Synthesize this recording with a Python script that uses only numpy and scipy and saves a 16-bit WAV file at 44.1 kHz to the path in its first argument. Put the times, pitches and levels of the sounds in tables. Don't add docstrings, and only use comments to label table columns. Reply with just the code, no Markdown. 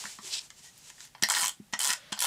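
import sys
import numpy as np
from scipy import signal
from scipy.fft import rfft, irfft
from scipy.io import wavfile

SR = 44100
rng = np.random.default_rng(int(sys.argv[2]) if len(sys.argv) > 2 else 0)


def put_to_file(sound):
    columns = np.atleast_2d(sound).T
    safe = np.clip(columns, -1, 1)
    whole_steps = np.round(safe * 32767)
    wavfile.write(sys.argv[1], SR, whole_steps.astype(np.int16))


N = 99710

# pitch in Hz, relative level in dB, T60 in s.
SHELL_MODES = [(778, -27, 0.064), (896, -4, 0.018), (1014, 5, 0.013), (1190, -6, 0.0088),
               (1370, -2.5, 0.017), (1518, 2, 0.015), (1765, 2.5, 0.011), (1870, -1, 0.022),
               (2065, -8, 0.057), (2570, -2.5, 0.0067), (3084, 1.5, 0.02), (4160, 5.5, 0.0068),
               (4900, 4.5, 0.0084)]
# pitch in Hz, relative level in dB, T60 in s.
TABLE_MODES = [(133, -10, 0.08), (209.5, -7.5, 0.13), (251, -4, 0.065), (329, 0.5, 0.025), (394, -1, .04),
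               (500, -24, 0.014)]
# frequency in Hz, relative dB per Hz.
CRACK_COLOUR = [(1000, -22), (2500, -14), (3200, -6.5), (4200, -10), (6000, -5), (7500, -3), (8800, -5.5),
                (10500, -7.5), (13000, -14.5), (16000, -14)]


def amp(db):
    return 10 ** (np.asarray(db) / 20)


def rms_one(x):
    return x / np.sqrt(np.mean(x ** 2) + 1e-20)


def level(rows):
    s, db = np.transpose(rows)
    return amp(np.interp(np.arange(N) / SR, s, db, left=-150, right=-150))


def high_pass(x, hz):
    return signal.sosfilt(signal.butter(2, hz, "high", fs=SR, output="sos"), x)


def grains(per_s, spread_db):
    happens = rng.random(N) < per_s / SR
    size = amp(spread_db * np.minimum(rng.exponential(1, N), 4))
    return happens * size * rng.standard_normal(N)


def coloured(x, spectrum):
    hz, db = np.transpose(spectrum)
    f = np.maximum(np.arange(N // 2 + 1) * SR / N, 1)
    gain = amp(np.interp(np.log(f), np.log(hz), db))
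    return rms_one(irfft(rfft(x) * gain, N))


def ring(x, hz, t60):
    r = amp(-60 / (t60 * SR))
    w = 2 * np.pi * hz / SR
    return signal.lfilter([1, 0, -1], [1, -2 * r * np.cos(w), r * r], x + 1e-18)


def ringing_body(x, modes):
    return rms_one(sum(amp(db) * rms_one(ring(x, hz, t60)) for hz, db, t60 in modes))


def bursts(count, t60):
    return rng.standard_normal((count, 4096)) * amp(-60 * np.arange(4096) / SR / t60)


def lay(s, db, rows):
    rows = rows * (amp(db) / np.abs(rows).max(axis=1))[:, None]
    out = np.zeros(N + SR)
    np.add.at(out, (s * SR).astype(int)[:, None] + np.arange(rows.shape[1]), rows)
    return out[:N]


def strike(touch, modes, spot_hz):
    mode_scatter_db, spot_db_per_octave, spot_floor_db = 3, 26, -14
    scatter = mode_scatter_db * rng.standard_normal((len(touch), len(modes)))
    out = 0
    for k, (hz, db, t60) in enumerate(modes):
        rung = ring(touch, hz, t60)
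        octaves_off = np.abs(np.log2(hz / spot_hz))
        reach_db = np.maximum(-spot_db_per_octave * octaves_off, spot_floor_db)
        gain = amp(db + scatter[:, k] + reach_db) / np.abs(rung).max(axis=1)
        out = out + rung * gain[:, None]
    return out


def cracks(tilt_db, t60, rise_s, boost_db, boost_hz):
    patchy_db, tilt_from_hz, boost_width_octaves = 2.5, 6600, 0.18
    hz, db = np.transpose(CRACK_COLOUR)
    log_f = np.log(np.arange(1, 2050) * SR / 4096)
    patches = patchy_db * rng.standard_normal((len(tilt_db), len(hz)))
    patches = patches + tilt_db[:, None] * np.maximum(np.log2(hz / tilt_from_hz), 0)
    octaves_off = (log_f - np.log(boost_hz)[:, None]) / np.log(2)
    bump = boost_db * np.exp(-.5 * (octaves_off / boost_width_octaves) ** 2)
    colour = amp([np.interp(log_f, np.log(hz), db + p) for p in patches] + bump)
    t = np.arange(4096) / SR
    noise = irfft(rfft(rng.standard_normal((len(tilt_db), 4096))) * colour)
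    return noise * amp(-60 * t / t60) * (1 - np.exp(-t / rise_s))


def hum_and_hiss():
    # frequency in Hz, relative dB per Hz.
    floor_colour = [(12, -48), (20, 5), (74, -7.5), (142, 1), (357, -11), (399, -13.5), (678, -13),
                    (825, -11), (1000, -16), (1440, -14), (8650, -16), (11800, -20.5), (16000, -24)]
    floor_db = -62.5
    return amp(floor_db) * coloured(rng.standard_normal(N), floor_colour)


def rustle():
    # time in seconds, level in dB.
    rustle_level = [(0, -41), (.12, -45), (.208, -57), (.224, -49.5), (.278, -39.5), (.308, -45),
                    (.336, -37.5), (.396, -50), (.454, -52), (.494, -64.5), (.55, -65), (.575, -56),
                    (.595, -53.5), (.612, -59.5), (.65, -49.5), (.695, -55.5), (.712, -62), (.79, -58.5),
                    (.85, -54), (.885, -50), (.905, -51), (.92, -59), (.98, -57.5), (1.008, -49.5),
                    (1.03, -50), (1.055, -50), (1.075, -60), (1.1, -67), (1.14, -73)]
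    # frequency in Hz, relative dB per Hz.
    rustle_colour = [(240, -36), (400, -9.5), (562, -17), (964, -8), (1110, -14), (2840, -6), (3210, -5),
                     (3810, -5), (7400, -1), (16000, -26.5)]
    return level(rustle_level) * coloured(grains(25000, spread_db=0.7), rustle_colour)


def knocks():
    # start in seconds, peak of the ring in dB,
    # peak of the crack in dB, tilt of the crack's top in dB per octave, most excited pitch in Hz.
    knock_rows = [(0.039, -28.5, -37, -1, 870), (0.054, -25, -36, -6, 1750),
                  (0.187, -33.5, -43.5, -15.5, 880), (0.5035, -40, -32.5, -23, 1860),
                  (0.593, -63, -41, -26, 3210), (0.778, -61, -40.5, 2, 3150), (0.785, -64, -39.5, 12, 2610),
                  (0.901, -38, -32.5, -7, 2030), (0.981, -42.5, -54, -13, 1970),
                  (1.005, -41.5, -32, -18, 2070), (1.051, -45.5, -39, 4, 2020), (1.073, -56, -43, -3, 2130),
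                  (1.149, -34.5, -62, -21, 840), (1.181, -47, -58, -10, 1940), (1.196, -50, -63, -1, 1070),
                  (1.222, -35, -37, -20, 1980), (1.2246, -22, -12, -12, 1970),
                  (1.229, -22.5, -27, -17, 1950), (1.235, -31, -6, -7, 1930), (1.2357, -14, -10, -2, 1930),
                  (1.243, -24, -34, -8, 1800), (1.2868, -21, -35, -10, 940), (1.302, -54, -33, -10, 1310),
                  (1.3057, -16, -39, -4, 1270), (1.321, -22.5, -20, -16, 880), (1.338, -19, -28, -3, 1400),
                  (1.35, -29, -15, -24, 990), (1.367, -20, -44, 0, 1890), (1.433, -20, -30, -12, 1750),
                  (1.442, -21.5, -31, -2, 1030), (1.4928, -38, -27, -9, 3040), (1.7258, -38, -36, 2, 2400),
                  (1.73, -33.5, -32, -16, 3100), (1.7351, -19.5, -22, -28, 1720),
                  (1.739, -24.5, -18.5, -26, 1880), (1.8023, -21, -28, 3, 3300),
                  (1.845, -28, -16, -15, 2100), (1.8925, -25, -36, 1, 1830), (1.9038, -16, -12, -19, 1660),
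                  (1.913, -25, -37, -10, 1680), (1.9338, -26, -16, -4, 1830), (2.1209, -31, -26, -1, 2950),
                  (2.124, -24.5, -29, -11, 2980), (2.128, -24, -16, -12.5, 3320),
                  (2.176, -30, -52, -13, 835), (2.22, -23, -18, 3, 895), (2.243, -24, -17, 13, 915),
                  (2.251, -20.5, -19, 10, 3040)]
    rise_s, touch_t60_s, crack_t60_s, soft_hz = 0.00041, 0.014, 0.0074, 4750
    s, ring_db, crack_db, tilt_db, spot_hz = np.transpose(knock_rows)
    build_up = 1 - np.exp(-np.arange(4096) / SR / rise_s)
    touch = build_up * bursts(len(s), touch_t60_s)
    touch = signal.sosfilt(signal.butter(4, soft_hz, fs=SR, output="sos"), touch)
    shell = lay(s, ring_db, strike(touch, SHELL_MODES, spot_hz))
    return shell + lay(s, crack_db, cracks(tilt_db, crack_t60_s, rise_s, 0, spot_hz))


def thuds():
    # start in seconds, peak in dB.
    thud_rows = [(0.045, -44.5), (0.188, -44.5), (1.225, -28.5), (1.426, -44.5), (1.599, -35), (1.731, -36),
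                 (1.893, -44), (2.1208, -33.5)]
    s, db = np.transpose(thud_rows)
    push = np.zeros((len(s), 8192))
    push[:, :180] = np.hanning(180)
    return lay(s, db, strike(push, TABLE_MODES, 200 + 0 * s))


def rubs():
    # start in seconds, length in seconds, pitch in Hz, level in dB.
    rub_rows = [(0.229, 0.062, 382, -56), (0.623, 0.083, 1910, -61), (2.039, 0.099, 614, -67)]
    t60_s = 0.029
    t = np.arange(N) / SR
    out = np.zeros(N)
    for s, length, hz, db in rub_rows:
        swell = np.sin(np.pi * np.clip((t - s) / length, 0, 1)) ** .5
        hum = ring(ring(rng.standard_normal(N), hz, t60_s), hz, t60_s)
        out = out + amp(db) * swell * rms_one(hum)
    return out


def drag():
    # time in seconds, level in dB.
    drag_level = [(.3, -47), (.325, -36), (.34, -31.5), (.36, -35), (.38, -36.5), (.392, -32), (.4, -48),
                  (.42, -48)]
    # frequency in Hz, relative dB per Hz.
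    drag_colour = [(880, -28), (1500, -24), (2190, -18.5), (2560, -3.5), (3660, -2.5), (5280, -0.5),
                   (6500, -12), (8000, -6), (16000, -70)]
    return level(drag_level) * coloured(grains(22000, spread_db=3.3), drag_colour)


def peel():
    # time in seconds, level in dB.
    strokes = [
        [(1.285, -67), (1.3, -65), (1.36, -38), (1.43, -46), (1.47, -54), (1.5, -64)],
        [(1.79, -59), (1.81, -45), (1.87, -47), (1.91, -38.5), (1.935, -52.5), (1.95, -58)],
        [(2.165, -59), (2.2, -61), (2.23, -47), (2.26, -51)],
    ]
    body_db, rumble_db = 4, -16
    snaps = grains(3000, spread_db=1.0)
    pressure = sum(level(stroke) for stroke in strokes)
    tape = coloured(snaps, CRACK_COLOUR) + amp(body_db) * ringing_body(snaps, SHELL_MODES)
    rumble = amp(rumble_db) * ringing_body(snaps, TABLE_MODES)
    return pressure * tape, pressure * rumble


def pawl():
    # start in seconds, peak of the tick in dB.
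    teeth = [(1.2877, -17), (1.2994, -13), (1.3036, -20), (1.3103, -17), (1.319, -14), (1.3266, -18),
             (1.334, -21), (1.3406, -21), (1.3483, -20), (1.3545, -22), (1.3616, -17), (1.3673, -19),
             (1.3727, -19), (1.3788, -20), (1.3847, -19), (1.3911, -21), (1.3963, -17), (1.4005, -20),
             (1.4072, -19), (1.4114, -17), (1.4175, -15), (1.4232, -17), (1.4292, -14), (1.4355, -17),
             (1.4425, -15), (1.4506, -16), (1.4592, -15), (1.4699, -17), (1.4807, -15), (1.4884, -29),
             (1.493, -19), (1.7915, -16), (1.801, -22), (1.8055, -18), (1.815, -15), (1.8232, -17),
             (1.8315, -16), (1.8386, -17), (1.8462, -15), (1.8531, -15), (1.8602, -15), (1.8672, -16),
             (1.8741, -14), (1.8821, -15), (1.8898, -19), (1.8941, -26), (1.899, -18), (1.9041, -19),
             (1.9088, -19), (1.9179, -21), (1.9276, -18), (1.9322, -21), (2.1908, -19), (2.204, -14),
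             (2.2144, -16), (2.2237, -14), (2.2311, -15), (2.2382, -15), (2.2446, -20), (2.2507, -18),
             (2.2566, -21)]
    # time in seconds, pitch in Hz.
    tick_pitch = [(1.29, 8400), (1.35, 7150), (1.4, 8500), (1.44, 7300), (1.49, 7340), (1.79, 9100),
                  (1.86, 8400), (1.885, 8500), (1.93, 8400), (2.19, 10400), (2.26, 9700)]
    tick_t60_s, tick_rise_s, tick_boost_db = 0.014, 0.000095, 5.5
    touch_t60_s, body_db, spot_hz = 0.0078, -9.5, 3330
    s, db = np.transpose(teeth)
    body = strike(bursts(len(s), touch_t60_s), SHELL_MODES, spot_hz + 0 * s)
    bright_hz = np.interp(s, *np.transpose(tick_pitch))
    ticks = cracks(0 * s, tick_t60_s, tick_rise_s, tick_boost_db, bright_hz)
    return lay(s, db, ticks) + lay(s, db + body_db, body)


def brush():
    # time in seconds, level in dB.
    brush_level = [(1.96, -56), (2.19, -55.5)]
    # frequency in Hz, relative dB per Hz.
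    brush_colour = [(240, -60), (400, -18), (587, 7), (697, -12), (1760, 1), (2440, -3), (3380, 1),
                    (12000, -24), (15600, -73), (22000, -120)]
    return level(brush_level) * coloured(grains(28000, spread_db=0.0), brush_colour)


def room(x):
    t60_s, tail_db, cut_hz = .16, -7.5, 7800
    t = np.arange(SR // 2) / SR
    noise = signal.lfilter(*signal.butter(1, cut_hz, fs=SR), rng.standard_normal(len(t)))
    tail = noise * amp(-60 * t / t60_s) * (t > .002)
    tail = tail / np.sqrt(np.sum(tail ** 2))
    return x + amp(tail_db) * signal.fftconvolve(x, tail)[:N]


def scene():
    shell_thin_hz, table_thin_hz = 722, 119
    tape, rumble = peel()
    roller = room(high_pass(pawl() + knocks() + tape, shell_thin_hz))
    table = high_pass(thuds() + rumble, table_thin_hz)
    paper = rustle() + drag() + brush()
    return (roller + table + paper + rubs() + hum_and_hiss())[None]


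def record(dry):
    bass_thin_hz, top_stop_hz = 40.6, 16400
    top_cut = signal.cheby2(14, 70, top_stop_hz, fs=SR, output="sos")
    return signal.sosfilt(top_cut, high_pass(dry, bass_thin_hz))


dry = scene()
out = record(dry)
put_to_file(out)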